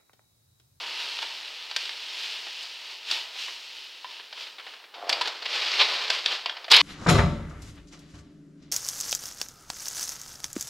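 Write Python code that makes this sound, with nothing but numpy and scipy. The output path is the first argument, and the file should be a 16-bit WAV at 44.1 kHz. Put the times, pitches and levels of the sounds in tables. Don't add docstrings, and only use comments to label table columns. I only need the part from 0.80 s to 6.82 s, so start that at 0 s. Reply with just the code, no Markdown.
import sys
import numpy as np
from scipy import signal
from scipy.fft import rfft, irfft
from scipy.io import wavfile
from scipy.ndimage import uniform_filter1d

SR = 44100
rng = np.random.default_rng(int(sys.argv[2]) if len(sys.argv) > 2 else 0)


def master(y):
    cut = np.clip(np.atleast_2d(y).T, -1, 1)
    pcm = np.round(cut * 32767)
    wavfile.write(sys.argv[1], SR, pcm.astype(np.int16))


N = 265305
TIME = np.arange(N) / SR

# crest in seconds, seconds to rise 10 dB, seconds to
# fall 10 dB, then husk ticks, dull patter and lip hiss in relative dB.
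SURGES = [(.053, 0.6, 0.2, -37.5, -42, -68), (.22, .27, .78, -33, -45, -55),
          (1.011, 0.06, .17, -34, -47.5, -60), (1.444, 0.37, 0.35, -33, -46, -53),
          (1.823, 0.34, 0.21, -38.5, -57, -59), (2.116, 0.27, .11, -38.5, -50.5, -58.5),
          (2.321, 0.0439, 0.1, -26.5, -39.5, -47), (2.601, 0.07, .2, -33, -47.5, -48.5),
          (2.985, 0.34, .39, -41, -54, -62), (3.316, .08, 0.17, -41, -51, -69),
          (3.61, .06, .105, -37, -47.5, -56.5), (3.881, .11, .17, -44.5, -50, -68)]
# crest in seconds, seconds to rise 10 dB, seconds to fall
# 10 dB, husk ticks in dB, dull patter in dB.
SLIDES = [(4.148, .01, 0.5, -49, -51), (4.302, 0.02, 0.13, -34.5, -37), (4.463, 0.1153, .115, -34.5, -37.5),
          (4.748, .08, 0.36, -28.5, -38), (4.94, .165, .16, -28, -39.5), (5.1, 0.13, 0.31, -28.5, -35.5),
          (5.35, .09, 0.07, -28.5, -38.5), (5.522, .063, 0.06, -28.5, -36), (5.718, .2, .31, -53, -48.5)]
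SLUMPS = [(5.002, .011, .03, -16, -27), (5.014, .008, .014, -16, -22), (5.046, .02, .04, -25.5, -36),
          (5.917, .006, 0.05, -14.5, -23), (5.937, 0.01, .06, -10, -23.5), (6.01, .018, -1, -18, -24.5)]
# start in seconds, run of the crease in seconds, then crack, sharp edge
# and pop in dB, pitch of the pop in Hz.
SNAPS = [(.389,.002,-29,-54,-40,1044), (.422,.008,-33,-44,-38,760), (.912,.003,-30.5,-50,-45,1733),
         (.963,.003,-18.5,-28,-22,1600), (1.054,.005,-36,-46,-46,1787), (1.0923,.002,-28,-54,-40,1690),
         (1.827,.006,-53,-41,-60,1000), (2.312,.003,-23.5,-29,-35,1324), (3.526,.005,-36,-60,-44,1496),
         (4.141,.01,-43,-70,-50,1238), (4.2935,.006,-20,-27.5,-21,980), (4.3271,.0035,-19.5,-32,-29,462),
         (4.411,.008,-25.5,-35,-30,1550), (4.456,.006,-32,-47,-35,1690), (4.4735,.008,-29.5,-38,-37,829),
         (4.6218,.009,-36,-55,-44,1690), (4.656,.009,-28.5,-49,-39,1604), (4.754,.007,-28,-41,-30,1087),
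         (5.301,.003,-17.5,-29,-30,1593), (5.4595,.003,-19.5,-34,-27,990), (5.659,.003,-24,-43,-24,1022),
         (5.695,.002,-25.5,-55,-35,1571), (5.768,.003,-33.5,-70,-46,1765), (5.8432,.005,-35.5,-60,-37,452),
         (5.902,.003,-29,-37,-42,1205), (5.909,.003,-21,-31,-32,904), (5.915,.004,-16,-18,-24,893),
         (5.921,.003,-15,-24,-28,915), (5.9657,.002,-16,-18,-27,1033)]
# start in seconds, knock in relative dB, spoon pitch in Hz,
# crunch of trapped seeds in relative dB.
KNOCKS = [(.427,-27,900,-30), (1.667,-37,794,-36), (2.556,-42,784,-39), (2.681,-34.5,1086,-32.5),
          (3.2451,-27,1000,-37), (3.395,-43,1005,-37.5), (4.412,-16.5,970,-33), (5.660,-29,690,-35),
          (5.8815,-26.5,653,-35)]
# start in seconds, crunch in relative dB.
STIRS = [(3.575, -37), (3.668, -37), (3.783, -35), (3.796, -38.5), (3.866, -36), (3.936, -37.5),
         (4.04, -42.5)]

# pitch in Hz, relative level in dB, seconds to die by 60 dB.
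BOWL_MODES = [(447, -24, 0.058), (649, -25, 0.074), (902.5, -21.5, 0.089), (1274, -16, 0.056),
              (1660, -27, 0.033), (2930, -6.5, 0.025)]
TICK_MODES = [(1900, -11, .02), (2950, 0, .025), (3380, -5, .015), (4200, -3, .008)]
PANEL_MODES = [(465, -25, .015), (705, 6, .02), (810, 1, .018), (1040, 0, .02), (1350, -7, .0086)]
# multiple of that pitch, relative level in dB, seconds to die by 60 dB.
KNOCK_MODES = [(1, -2, .036), (1.02, -24, .2), (1.78, -17, .08), (2.72, -11, .035)]

# frequency in Hz, relative level in dB.
POUR_COLOUR = [(100, -46.5), (200, -37), (400, -18), (700, -14), (950, -7.5), (1150, -12.5), (1700, -9),
               (2300, -5.7), (2650, -1), (2950, -0.5), (3250, -1), (4400, -3.5), (5300, -8.5), (6300, -19),
               (10000, -31.5), (16000, -39.5)]
LIP_COLOUR = [(3000, -8), (5300, 7), (7000, -1.5), (10000, -18.5), (13000, -15), (16000, -25)]
SLIDE_COLOUR = [(100, -62), (220, -34.5), (390, -14.5), (800, -9.5), (1500, -7), (2100, -1.5), (2950, 2.5),
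                (4400, 1), (5200, -4.5), (6100, -14), (8000, -24), (10000, -33.5), (13000, -35.5),
                (16000, -48)]
SLUMP_COLOUR = [(40, -60), (200, -45), (450, -9), (680, -13), (980, -4), (1500, -9), (2200, -2),
                (2900, 0.5), (4100, 1.5), (5200, -8.5), (6200, -23), (8000, -34), (11000, -54),
                (16000, -45)]
SNAP_COLOUR = [(40, -52), (150, -38), (240, -22), (390, -12.5), (900, -5), (1400, -7), (2200, -1),
               (3000, 7.5), (4700, 3), (6200, -14.5), (8000, -20), (10500, -31.5), (13500, -33.5),
               (16000, -43)]
CRUNCH_COLOUR = [(200, -26), (400, -4.5), (1000, -2.5), (1700, 1.5), (3000, 3), (4500, -3.5), (6300, -24),
                 (10000, -31), (16000, -40)]
ROOM_COLOUR = [(25, -8), (80, -25), (150, -5), (300, 7.5), (500, 13.5), (1000, 3), (3000, 0.5), (7000, -2),
               (12000, -4.5), (16000, -2)]
# frequency in Hz, seconds to die by 60 dB.
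KITCHEN_T60 = [(150, 0.41), (500, 0.52), (2000, 0.24), (5000, 0.37), (14000, 0.64)]


def pouring(level_db, lip_db, bowl_db):
    crest, rise, fall, tick_db, patter_db, hiss_db = np.transpose(SURGES)
    stream = swell(crest, rise, fall, tick_db)
    heap = swell(crest, rise, 1.52 * fall, patter_db)
    lip = swell(crest, rise, fall, hiss_db)
    patter = seeds(stream, heap, POUR_COLOUR, per_s=6000, spread_db=1.5, split_hz=1930, clump_db=1.0)
    hiss = excite(grains(7000, spread_db=3.0), lip, LIP_COLOUR, 4500, "high")
    steel = heap * rms_one(band(bowl(grains(1500, spread_db=4.0)), 290, "high"))
    strays = stream * stray_seeds(per_s=170, tick_db=-14, ring_db=-18)
    return from_db(level_db) * patter + from_db(lip_db) * hiss + from_db(bowl_db) * steel + strays


def seeds(tick_gain, patter_gain, colour, per_s, spread_db, split_hz, clump_db):
    bunches = clumps(clump_db, per_s=300)
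    ticks = excite(grains(per_s, spread_db) * bunches, tick_gain, colour, split_hz, "high")
    patter = excite(grains(per_s, spread_db) * bunches, patter_gain, colour, split_hz, "low")
    return ticks + patter


def clumps(depth_db, per_s):
    knots = np.cumsum(rng.exponential(1 / per_s, 3000))
    wander = np.interp(TIME, knots, rng.uniform(-0.84, 1, len(knots)))
    return rms_one(from_db(depth_db * wander))


def stray_seeds(per_s, tick_db, ring_db):
    hits = grains(per_s, spread_db=1.5)
    ringing = rms_one(band(resonate(hits, TICK_MODES), 1500, "high"))
    return excite(hits, from_db(tick_db), POUR_COLOUR, 1200, "high") + from_db(ring_db) * ringing


def bowl(impacts):
    return resonate(impacts, BOWL_MODES)


def shifting_load(moves, colour, **texture):
    crest, rise, fall, tick_db, patter_db = np.transpose(moves)
    return seeds(swell(crest, rise, fall, tick_db), swell(crest, rise, fall, patter_db), colour, **texture)


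def bag_snaps(first_crack, cracks_per_s, pop_t60, thud_hz, edge_hz, slack_from_s):
    starts, run_s, crack_db, edge_db, pop_db, pop_hz = np.transpose(SNAPS)
    slack = starts > slack_from_s
    t60 = np.where(slack, .03, .026)
    thud_db = -38 + .68 * (crack_db - crack_db.mean()) + 1.5 * slack
    creases = grains(cracks_per_s, spread_db=0)
    creases[np.round(starts * SR).astype(int)] = first_crack
    crack = excite(creases, bursts(starts, crack_db, t60, run_s), SNAP_COLOUR, [thud_hz, edge_hz], "band")
    thud = excite(creases, bursts(starts, thud_db, t60, run_s), SNAP_COLOUR, thud_hz, "low")
    thud = np.where(TIME > slack_from_s, thud, band(thud, 620, "high"))
    edge = excite(creases, bursts(starts, edge_db, .026, run_s), SNAP_COLOUR, edge_hz, "high")
    pops = sum(ring(click(s, db), hz, pop_t60) for s, db, hz in zip(starts, pop_db, pop_hz))
    body = crack + band(pops, 480, "high") + thud
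    return kitchen(body, wet_db=-6, gap_s=.005) + kitchen(edge, wet_db=-10, gap_s=.005)


def spoon(bowl_db, crunch_db, crunch_t60):
    knocks = sum(ring(click(s, knock_db + db), multiple * hz, t60)
                 for s, knock_db, hz, _ in KNOCKS for multiple, db, t60 in KNOCK_MODES)
    steel = bowl(sum(click(s, knock_db + bowl_db) for s, knock_db, _, _ in KNOCKS))
    crushes = list(STIRS) + [(s, db) for s, _, _, db in KNOCKS]
    crushing = bursts(*np.transpose(crushes), crunch_t60, hold_s=0.0038)
    crunch = excite(grains(9000, spread_db=0.5), crushing, CRUNCH_COLOUR, 270, "high")
    return band(knocks + steel, 620, "high") + from_db(crunch_db) * crunch


def bag_creak(start_s, length_s, fade_s, level_db, jitter, rub_t60):
    age = TIME - start_s
    grip = np.clip(np.minimum(age, length_s - age) / fade_s, 0, 1)
    slack = np.clip(age / length_s, 0, 1)
    slips_per_s = 105 - 25 * slack
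    pitch_ratio = 1.03 * (1 - .26 * slack ** 3)
    wander = rms_one(uniform_filter1d(rng.standard_normal(N), size=300))
    slip_count = np.floor(np.cumsum(slips_per_s * np.exp(jitter * wander)) / SR)
    slips = np.diff(slip_count, prepend=0)
    rubs = signal.lfilter([1], [1, -from_db(-60 / (rub_t60 * SR))], slips) * rng.standard_normal(N)
    drive = rms_one(slips) + rms_one(rubs)
    panel = rms_one(band(resonate(drive, PANEL_MODES), 380, "high"))
    bent = np.interp(np.cumsum(np.where(age > 0, pitch_ratio, 1)), np.arange(N), panel)
    return from_db(level_db) * grip * bent


def kitchen(x, wet_db, gap_s):
    age = TIME[:SR * 3 // 4]
    edges = np.geomspace(60, 18000, 9)
    tail = 0
    for low, high in zip(edges, edges[1:]):
        echoes = band(rng.standard_normal(len(age)), [low, high], "band")
        tail = tail + echoes * from_db(-60 * age / at_hz(KITCHEN_T60, np.sqrt(low * high)))
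    tail = rms_one(tail * (age > gap_s)) / np.sqrt(len(age))
    return x + from_db(wet_db) * signal.fftconvolve(x, tail)[:N]


def room_tone(level_db):
    return from_db(level_db) * rms_one(coloured(rng.standard_normal(N), ROOM_COLOUR))


def grains(per_s, spread_db):
    sizes = from_db(spread_db * np.minimum(rng.exponential(1, N), 4))
    return rms_one(sizes * rng.choice([-1, 1], N) * (rng.random(N) < per_s / SR))


def click(s, level_db):
    return from_db(level_db) * signal.unit_impulse(N, round(s * SR))


def swell(crest, rise, fall, level_db):
    age = TIME - crest[:, None]
    drop_db = 10 * np.minimum(np.maximum(-age / rise[:, None], age / fall[:, None]), 10)
    return np.sqrt(from_db(level_db) ** 2 @ from_db(-drop_db) ** 2)


def bursts(times, levels_db, t60s, hold_s):
    out = np.zeros(N)
    age = TIME[:SR // 4]
    for s, db, t60, hold in np.broadcast(times, levels_db, t60s, hold_s):
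        start = round(s * SR)
        shape = from_db(db - 60 * np.maximum(age - hold, 0) / t60)
        out[start:start + len(age)] += shape[:N - start]
    return out


def excite(impacts, envelope, colour, hz, kind):
    sound = band(coloured(impacts * envelope, colour), hz, kind)
    response = band(coloured(signal.unit_impulse(4096), colour), hz, kind)
    return sound / np.sqrt(np.sum(response ** 2))


def resonate(impacts, modes):
    return sum(from_db(db) * ring(impacts, hz, t60) for hz, db, t60 in modes)


def ring(clicks, hz, t60):
    r, w = from_db(-60 / (t60 * SR)), 2 * np.pi * hz / SR
    return signal.lfilter([0, np.sin(w)], [1, -2 * r * np.cos(w), r * r], clicks + 1e-18)


def coloured(x, colour, size=4096):
    gains = from_db(at_hz(colour, np.fft.rfftfreq(size, 1 / SR)))
    cepstrum = irfft(np.log(gains))
    cepstrum[1:size // 2] *= 2
    cepstrum[size // 2 + 1:] = 0
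    return signal.fftconvolve(x, irfft(np.exp(rfft(cepstrum))))[:len(x)]


def band(x, hz, kind):
    return signal.sosfilt(signal.butter(4, hz, kind, fs=SR, output="sos"), x + 1e-18)


def at_hz(points, hz):
    knots, values = np.transpose(points)
    return np.interp(np.log(hz + 1), np.log(knots), values)


def from_db(db):
    return 10 ** (np.asarray(db) / 20)


def rms_one(x):
    return x / np.sqrt(np.mean(x ** 2) + 1e-20)


def scene():
    pour = kitchen(pouring(level_db=-1.6, lip_db=1.5, bowl_db=-7), wet_db=-9.5, gap_s=.0035)
    slides = shifting_load(SLIDES, SLIDE_COLOUR, per_s=7000, spread_db=1.0, split_hz=1530, clump_db=2.2)
    slides = kitchen(slides, wet_db=-10, gap_s=.0019)
    slumps = shifting_load(SLUMPS, SLUMP_COLOUR, per_s=9000, spread_db=1.93, split_hz=1760, clump_db=2.9)
    slumps = kitchen(slumps, wet_db=-9, gap_s=.004)
    snaps = bag_snaps(first_crack=2.2, cracks_per_s=12000, pop_t60=.017,
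                      thud_hz=1610, edge_hz=5960, slack_from_s=4.1)
    knocks = spoon(bowl_db=-6, crunch_db=-3.5, crunch_t60=.08)
    creak = bag_creak(start_s=4.125, length_s=.33, fade_s=.11, level_db=-39.5, jitter=.2, rub_t60=.026)
    bed = room_tone(level_db=-63.5)
    handling = snaps + kitchen(knocks + creak, wet_db=-9.5, gap_s=.0032)
    return np.tile(pour + slides + slumps + handling + bed, (2, 1))


def record(dry):
    top_cut = signal.ellip(12, .1, 80, 15950, fs=SR, output="sos")
    return signal.sosfilt(top_cut, np.tanh(dry))


dry = scene()
out = record(dry)
master(out)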